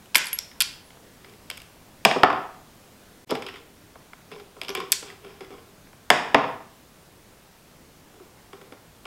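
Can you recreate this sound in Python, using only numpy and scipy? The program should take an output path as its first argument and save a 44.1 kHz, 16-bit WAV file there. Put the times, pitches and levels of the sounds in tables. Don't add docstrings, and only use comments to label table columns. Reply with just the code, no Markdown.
import sys
import numpy as np
from scipy import signal
from scipy.fft import rfft, irfft
from scipy.io import wavfile
from scipy.ndimage import uniform_filter1d

SR = 44100
rng = np.random.default_rng(int(sys.argv[2]) if len(sys.argv) > 2 else 0)


def amp(db):
    return 10 ** (np.asarray(db, float) / 20)


def write(x):
    x = np.atleast_2d(x).T
    wavfile.write(sys.argv[1], SR, np.round(np.clip(x, -1, 1) * 32767).astype(np.int16))


N = 399546

STEEL_SHARES, EDGE_SHARES = (0, -0.52, 1), (1, -0.0046, 0.93)

# start_s, strength_db, hardness_db, loudest_ring_hz
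SNAPS = [(.1454, -16, -36, 2700), (.1474, -12.5, -14, 5150), (.1545, 2, -21, 2266), (.1579, -7, -8, 2170),
         (.1604, -9, -10, 5560), (.1694, -19, -1, 2200), (.1804, -28, 4, 2310), (.1854, -22, -14, 2150),
         (.2433, -26, -15, 2070), (.2564, -31, -5, 2270), (.2677, -40, 4, 2790), (.2696, -23, -18, 4800),
         (.2844, -31, -9, 2180), (.3296, -20, -8, 2290), (.3875, -18.5, -9, 5320), (.6044, -9.5, -9, 5350),
         (.6081, -13, -12, 3260), (.611, -8, -13, 4700), (.6164, -17, -18, 3030),
         (.6204, -12.5, -7.5, 3220), (4.9197, -9, -2, 4500), (4.9249, -8, -11, 5340),
         (4.9324, -24, -7, 5130)]


def jaw_snaps():
    return impacts(SNAPS, TABLE_MODES[9:], 960, 1.4, (-3, -26, 5), STEEL_SHARES, ring_db=6.0, focus_db=1.0)


# start_s, strength_db, hardness_db, loudest_ring_hz
TICKS = [(.0573, -44.5, -14, 2930), (.5144, -38, -21, 1900), (.9043, -39.5, -27, 2100),
         (1.2456, -36, -31, 2020), (1.296, -45, -18, 2960), (1.3364, -43.5, -24, 2100),
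         (1.5005, -20, -14, 2260), (1.5114, -25, -26, 3170), (1.5723, -38, -7, 2680),
         (1.5764, -31.5, -14, 2280), (1.6014, -37, -17, 3230), (1.6174, -36.5, -12, 2750),
         (3.3075, -22, -13.5, 4960), (4.6149, -18, -23.5, 3150), (4.6329, -29, -17, 2720),
         (4.6478, -28, -24, 3000), (4.6828, -22.5, -22, 3160), (4.6917, -20, -27, 5700),
         (4.7024, -25, -22, 2400), (4.7501, -19, -13, 2370), (4.801, -32, -17, 2230)]


def tool_ticks():
    return impacts(TICKS, TABLE_MODES[5:], 490, 2.1, (-3, -25, 5), STEEL_SHARES, ring_db=0.5, focus_db=2.8)


# start_s, pitch_hz, level_db, t60_s
PINGS = [
    (.331, 11330, -23, .095),
    (.271, 9800, -37, .07),
    (4.693, 11330, -43, .06),
    (.388, 5150, -22, .011),
    (.3885, 5650, -22, .013),
]


def blade_pings():
    out, t = np.zeros(N), np.arange(SR // 4) / SR
    for start_s, pitch_hz, level_db, t60_s in PINGS:
        add(out, start_s, amp(level_db - 60 * t / t60_s) * np.sin(2 * np.pi * pitch_hz * t))
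    return out


# time_s, pitch_hz, level_db
SQUEAK = [
    (.845, 10500, -68),
    (.865, 10150, -61),
    (.885, 9800, -66),
    (.905, 9500, -70),
]


def blade_squeak():
    out = np.zeros(N)
    time_s, pitch_hz, level_db = np.transpose(SQUEAK)
    t = np.arange(time_s[0], time_s[-1], 1 / SR)
    phase = 2 * np.pi * np.cumsum(np.interp(t, time_s, pitch_hz)) / SR
    add(out, time_s[0], amp(np.interp(t, time_s, level_db)) * np.sin(phase))
    return out


# pitch_hz, level_db, t60_s
TABLE_MODES = [(136.2, -26.5, 0.39), (153.3, -25, 0.35), (189, -15.5, .08), (239.4, -12.5, 0.062),
               (283.4, -11.5, 0.13), (415, -5.5, 0.061), (497, -6, 0.038), (663, -1, 0.0324),
               (754, -3, 0.033), (970, 4.5, 0.01), (1053.6, -6, 0.062), (1114, 3.5, 0.0083),
               (1410, 0.5, 0.016), (1736, -4, .015)]
# start_s, strength_db, hardness_db, loudest_ring_hz
HEAD_KNOCKS = [
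    (2.05, -14.5, 20.7, 2395),
    (2.0534, -9.5, 4, 705),
    (6.1021, -3, 14.3, 2077),
]


def head_knocks():
    return impacts(HEAD_KNOCKS, TABLE_MODES, 115, 2.3, (-6, 9, -17), EDGE_SHARES, ring_db=-2.0, focus_db=4.5)


# start_s,
# strength_db, hardness_db, loudest_ring_hz
GRIP_KNOCKS = [(2.0648, -24.5, 0, 663), (2.1116, -21, 13.5, 694), (2.1605, -18.5, -20, 390),
               (2.2326, -2.5, 5.5, 1280), (2.2366, -10, -27, 720), (2.2434, -11.5, 4, 734),
               (2.3014, -16.5, 0, 1050), (2.3278, -24, 5, 876), (.1548, -31.5, -22, 383),
               (3.3128, -24.5, -14, 430), (3.3215, -21.5, -18, 257), (6.1103, -10.5, 3, 760),
               (6.1294, -17, -0.5, 753), (6.345, -4, 9, 1088), (6.3523, -10.5, -5, 417),
               (6.3564, -22, 6, 786), (6.4398, -23, -1, 1040), (6.603, -44, 0, 1030)]


def grip_knocks():
    return impacts(GRIP_KNOCKS, TABLE_MODES, 100, 2.77, (-6, 9, -32), EDGE_SHARES, ring_db=-2.5, focus_db=10.5)


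# pitch_hz, level_db, t60_s
CASE_MODES = [(159, -14, 0.1), (240, -11.5, 0.043), (301, -12.5, 0.065), (398, 1.5, 0.094),
              (487, -6, 0.039), (671, -9, 0.024), (770, -5.5, 0.037), (965, -8, 0.0453),
              (1066, -1.5, 0.021), (1377, -4.5, 0.025)]
# start_s, strength_db, hardness_db, loudest_ring_hz
TAPS = [(3.2955, -28, -16, 380), (3.3135, -23, -5, 451), (3.5579, -44, 9.5, 2000), (3.3508, -28, 6, 770),
        (3.4211, -38.5, 12.5, 1000), (3.4646, -36, 10.5, 3180), (3.485, -41, 12.5, 1920),
        (3.5398, -41, 5, 408), (4.3145, -34.5, 0, 426), (4.3594, -40, -5, 420), (4.3974, -41, 1.5, 406),
        (4.566, -40.5, -6, 416), (4.6884, -30.5, 1, 392), (4.7511, -28, 5, 1020), (4.7724, -26.5, 1.5, 382),
        (5.0264, -36, 2, 411), (5.1, -44.5, 12, 1970), (5.246, -39.5, 0, 398), (5.406, -34.5, 1, 406),
        (5.5042, -40, -3, 388), (5.5409, -43, -14, 390), (5.5807, -45, -4, 1400), (4.8015, -29, 4, 1070),
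        (4.624, -39, -10.5, 395), (5.445, -53, 12, 2140), (8.1989, -39.5, -18, 366),
        (8.53, -36.5, 1, 398.4), (8.6128, -41.5, 0, 394), (8.7215, -38, 1, 398), (9.0534, -35, 5, 2360)]


def case_taps():
    return impacts(TAPS, CASE_MODES, 143, 4.6, (-1.5, 7, -16), EDGE_SHARES, ring_db=2.0, focus_db=6.5)


# start_s, length_s, pressure_db, scratch_over_case_db, scratch_centre_hz
RUBS = [(1.22, 0.16, -52, -4, 2300), (3.29, 0.043, -33, 5, 3300), (3.353, 0.03, -43, -1, 2700),
        (3.423, .04, -44, -2, 2300), (3.473, 0.033, -41, 6, 2700), (3.521, .08, -44.5, 1, 2700),
        (4.303, 0.062, -40, -2.5, 2700), (4.362, .06, -42, -8, 2300), (4.61, 0.063, -39, -10, 3300),
        (4.684, 0.041, -30, -6, 2700), (4.743, 0.053, -29, -1, 2700), (4.789, 0.067, -30.5, -6, 2290),
        (5.031, 0.13, -41.5, -2.5, 2200), (5.201, 0.2, -42, -6.5, 2170), (5.399, 0.059, -37.5, -8, 2180),
        (5.495, 0.074, -38, -10, 2200), (5.563, 0.067, -45.5, -5, 1800), (8.118, 0.085, -45.5, -16.5, 2200)]


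def case_rubbing(slips_per_s=2200, uneven_db=4.0, focus_db=6.0):
    out = np.zeros(N)
    rise_share, lift_db = 0.29, -24.5
    for start_s, length_s, press_db, scratch_db, scratch_hz in RUBS:
        u = np.arange(0, length_s, 1 / SR) / length_s
        press = amp(press_db - 9.5 + lift_db * np.maximum(u - rise_share, 0) ** 2)
        press *= np.minimum(u / rise_share, 1)
        slips = (rng.random(8820) < slips_per_s / SR) * amp(uneven_db * rng.standard_normal(8820))
        scratch_modes = around(FRAME_MODES, scratch_hz, focus_db)
        for modes, level_db in ((CASE_MODES, 0), (scratch_modes, scratch_db)):
            tone = ring(modes, rng.standard_normal(30), 0.72 * modes[0][0])
            scale = np.linalg.norm(tone) * np.sqrt(np.mean(slips ** 2))
            add(out, start_s, amp(level_db) / scale * signal.fftconvolve(slips[:len(u)] * press, tone))
    return out


# start_s, strength_db, hardness_db, loudest_ring_hz
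FLICKS = [
    (3.956, -42, -6, 900),
    (4.133, -42, 8.5, 2040),
    (5.8711, -56, 8, 1830),
    (5.9299, -50, 4.5, 996),
]


def wire_flicks():
    return impacts(FLICKS, TABLE_MODES[5:], 450, 1.095, (-1.5, 7, -22), EDGE_SHARES, ring_db=-1.0, focus_db=11.0)


# pitch_hz, level_db, t60_s
FRAME_MODES = [(1750, -1, 0.0027), (2300, -3, 0.0099), (2750, -3, 0.0052), (3340, -1.5, 0.0082),
               (3617, -5.5, 0.0084), (4300, -6, 0.0035), (4620, -9, 0.01), (5150, -6, 0.0096),
               (5600, -6, 0.0036), (5560, -5.5, 0.005)]
# pitch_hz, level_db, t60_s
JAW_MODES = [(6600, -5, .004), (7300, -4, .004), (8000, -1, .005), (8800, -3, .004), (9600, -3, .005),
             (10500, -3, .004), (11400, -1, .006), (12400, -4, .004), (13500, -6, .004), (14800, -8, .003)]


def impacts(blows, low_modes, low_edge_hz, contact_ms, trims_db, hard_shares, ring_db, focus_db):
    out, t = np.zeros((2, N)), np.arange(1024) / SR
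    chances = rng.standard_normal((len(blows), 1114))
    for (start_s, blow_db, hard_db, ring_hz), chance in zip(blows, chances):
        force = np.exp(-1000 * t / contact_ms) + 1.64 * np.exp(-t / 0.0001)
        onset = np.minimum(1000 * t / (0.034 * contact_ms ** 2), 1)
        contact = rfft(chance[90:] * force * onset)
        contact = irfft(contact / abs(contact)) * np.exp(-300 * t / contact_ms)

        frame_modes = around(FRAME_MODES, ring_hz, focus_db)
        body_modes = around(low_modes, ring_hz, 0.48 * focus_db)
        jaw_modes = around(JAW_MODES, ring_hz, 1.3 * focus_db)
        loudest = (ring_hz, ring_db, 24 / ring_hz)
        (body_modes if ring_hz < 1500 else frame_modes).append(loudest)
        frame = ring(frame_modes, chance, 1390)
        low = ring(body_modes, chance[28:], low_edge_hz)
        jaws = ring(jaw_modes, chance[60:], 5500)

        levels_db = blow_db + np.array(trims_db) + hard_db * np.array(hard_shares)
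        for body, level_db, blur_hz in zip((frame, low, jaws), levels_db, (800, 90, 1500)):
            sound = signal.fftconvolve(contact, body)[:8192]
            sound *= amp(level_db + 13.5) / np.linalg.norm(sound)
            add(out[0], start_s, sound)
            add(out[1], start_s, all_round(sound, body, blur_hz))
    return out


def around(modes, ring_hz, db_per_octave):
    return [(hz, db - db_per_octave * abs(np.log2(hz / ring_hz)), t60) for hz, db, t60 in modes]


def ring(modes, chance, above_hz, spread=.012, uneven_db=1.3):
    pitch_hz, level_db, t60_s = np.transpose(modes)[:, :, None]
    t = np.arange(8192) / SR
    detune, uneven = chance[:2 * len(modes)].reshape(2, -1, 1)
    decay = amp(level_db + uneven_db * uneven - 60 * t / t60_s)
    waves = decay * np.sin(2 * np.pi * pitch_hz * (1 + spread * detune) * t)
    waves[::2] *= -1
    return steep(waves.sum(0), above_hz, "high")


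def all_round(sound, body, blur_hz):
    z = rfft(sound)
    power = uniform_filter1d(abs(rfft(body)) ** 2, size=round(blur_hz * len(sound) / SR))
    spread = irfft(z * np.sqrt(abs(power)) / (abs(z) + 1e-12))
    spread *= np.exp(-np.arange(len(sound)) / 2500)
    return spread * np.linalg.norm(sound) / np.linalg.norm(spread)


def steep(x, hz, kind, order=4):
    return signal.sosfilt(signal.butter(order, hz, kind, fs=SR, output="sos"), x)


def add(mix, start_s, sound):
    part = mix[round(start_s * SR):][:len(sound)]
    part += sound[:len(part)]


# start_s, level_db, length_ms
JOLTS = [
    (2.233, -43.5, 11),
    (6.102, -45.5, 8.2),
    (6.349, -20.5, 3),
]


def stand_jolts():
    out = np.zeros(N)
    for start_s, level_db, length_ms in JOLTS:
        u = np.arange(4000) / SR * 1000 / length_ms * 3
        add(out, start_s, amp(level_db) * np.e * u * (2 - u) * np.exp(-u))
    return out


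# band_hz, t60_s
ROOM_DECAY = [(150, 0.58), (400, 0.45), (1040, 0.5), (2760, 0.46), (7280, 0.37), (14000, 0.37)]
# band_hz, level_db
ROOM_COLOUR = [(150, -3.5), (900, -1.5), (2500, -5), (4100, -4), (5200, -3), (6500, -0.5), (10000, -12),
               (15000, -20)]


def room(x):
    taps = np.zeros((3, SR))
    at = np.arange(300, SR - 20, 20) + rng.integers(0, 20, (3, (SR - 301) // 20))
    np.put_along_axis(taps, at, rng.choice([-1., 1.], at.shape), 1)
    hz, t, z = signal.stft(taps, SR, nperseg=256)
    decay = amp(-60 * t / read(ROOM_DECAY, hz)[:, None])
    tails = signal.istft(z * decay, SR, nperseg=256)[1]
    tails /= np.linalg.norm(tails[0])
    hz, t, z = signal.stft(tails, SR, nperseg=256)
    tails = signal.istft(z * amp(read(ROOM_COLOUR, hz))[:, None], SR, nperseg=256)[1]
    turns = np.cos(np.pi * (np.arange(N) / SR * 3 + np.arange(3)[:, None] / 3)) * np.sqrt(2 / 3)
    return signal.fftconvolve(x * turns, tails, axes=1)[:, :N].sum(0)


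# band_hz, density_db
HISS = [(25, -5), (55, 0), (209, 0), (322, -3), (420, -4), (900, -9), (2060, -14), (15500, -23)]


def hiss(level_db=-55.5):
    hz = np.fft.rfftfreq(1024, 1 / SR)
    a, b, patches = rng.standard_normal((N // 256 + 5, 513, 3)).T
    patches = evened(uniform_filter1d(uniform_filter1d(patches, 10, 0), 14, 1))
    z = (a + 1j * b) * amp(read(HISS, hz)[:, None] + 0.84 * patches)
    return amp(level_db) * evened(signal.istft(z, nperseg=1024, noverlap=768)[1][:N])


def evened(x):
    return x / np.sqrt(np.mean(x ** 2) + 1e-20)


def read(points, hz):
    f, value = np.transpose(points)
    return np.interp(np.log(hz + 1), np.log(f + 1), value)


def scene():
    tool = jaw_snaps() + tool_ticks() + blade_pings() + blade_squeak()
    table = head_knocks() + grip_knocks()
    case = case_taps() + case_rubbing()
    flicks = wire_flicks()
    direct = tool[0] + table[0] + case[0] + flicks[0]
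    to_walls = amp(-5) * tool[1] + amp(-4.5) * table[1] + amp(-2.5) * case[1] + amp(-6) * flicks[1]
    return (direct + room(to_walls) + stand_jolts() + hiss())[None]


def band_limit(x):
    return signal.sosfilt(signal.butter(12, 16730, fs=SR, output="sos"), x)


# time_s, gain_db
SCENE_CHANGE = [
    (3.247, 4),
    (3.25, -51),
    (3.258, -35),
    (3.274, 3),
]


def record(dry):
    power_db = 10 * np.log10(abs(uniform_filter1d(dry[0] ** 2, 200)) + 1e-12)
    fall_db = np.arange(N) * 60. / SR
    held_db = np.maximum.accumulate(power_db + fall_db) - fall_db
    over_db = np.maximum(held_db + 13.5, 0)
    ducked = dry / amp(0.56 * uniform_filter1d(over_db, 60))
    faded = ducked * amp(np.interp(np.arange(N) / SR, *np.transpose(SCENE_CHANGE)))
    treble_edge = signal.firwin(301, 15900, window=("kaiser", 3), fs=SR)[None]
    mix = np.clip(signal.oaconvolve(faded, treble_edge, "same"), -1, 1)
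    return band_limit(mix)


dry = scene()
out = record(dry)
write(out)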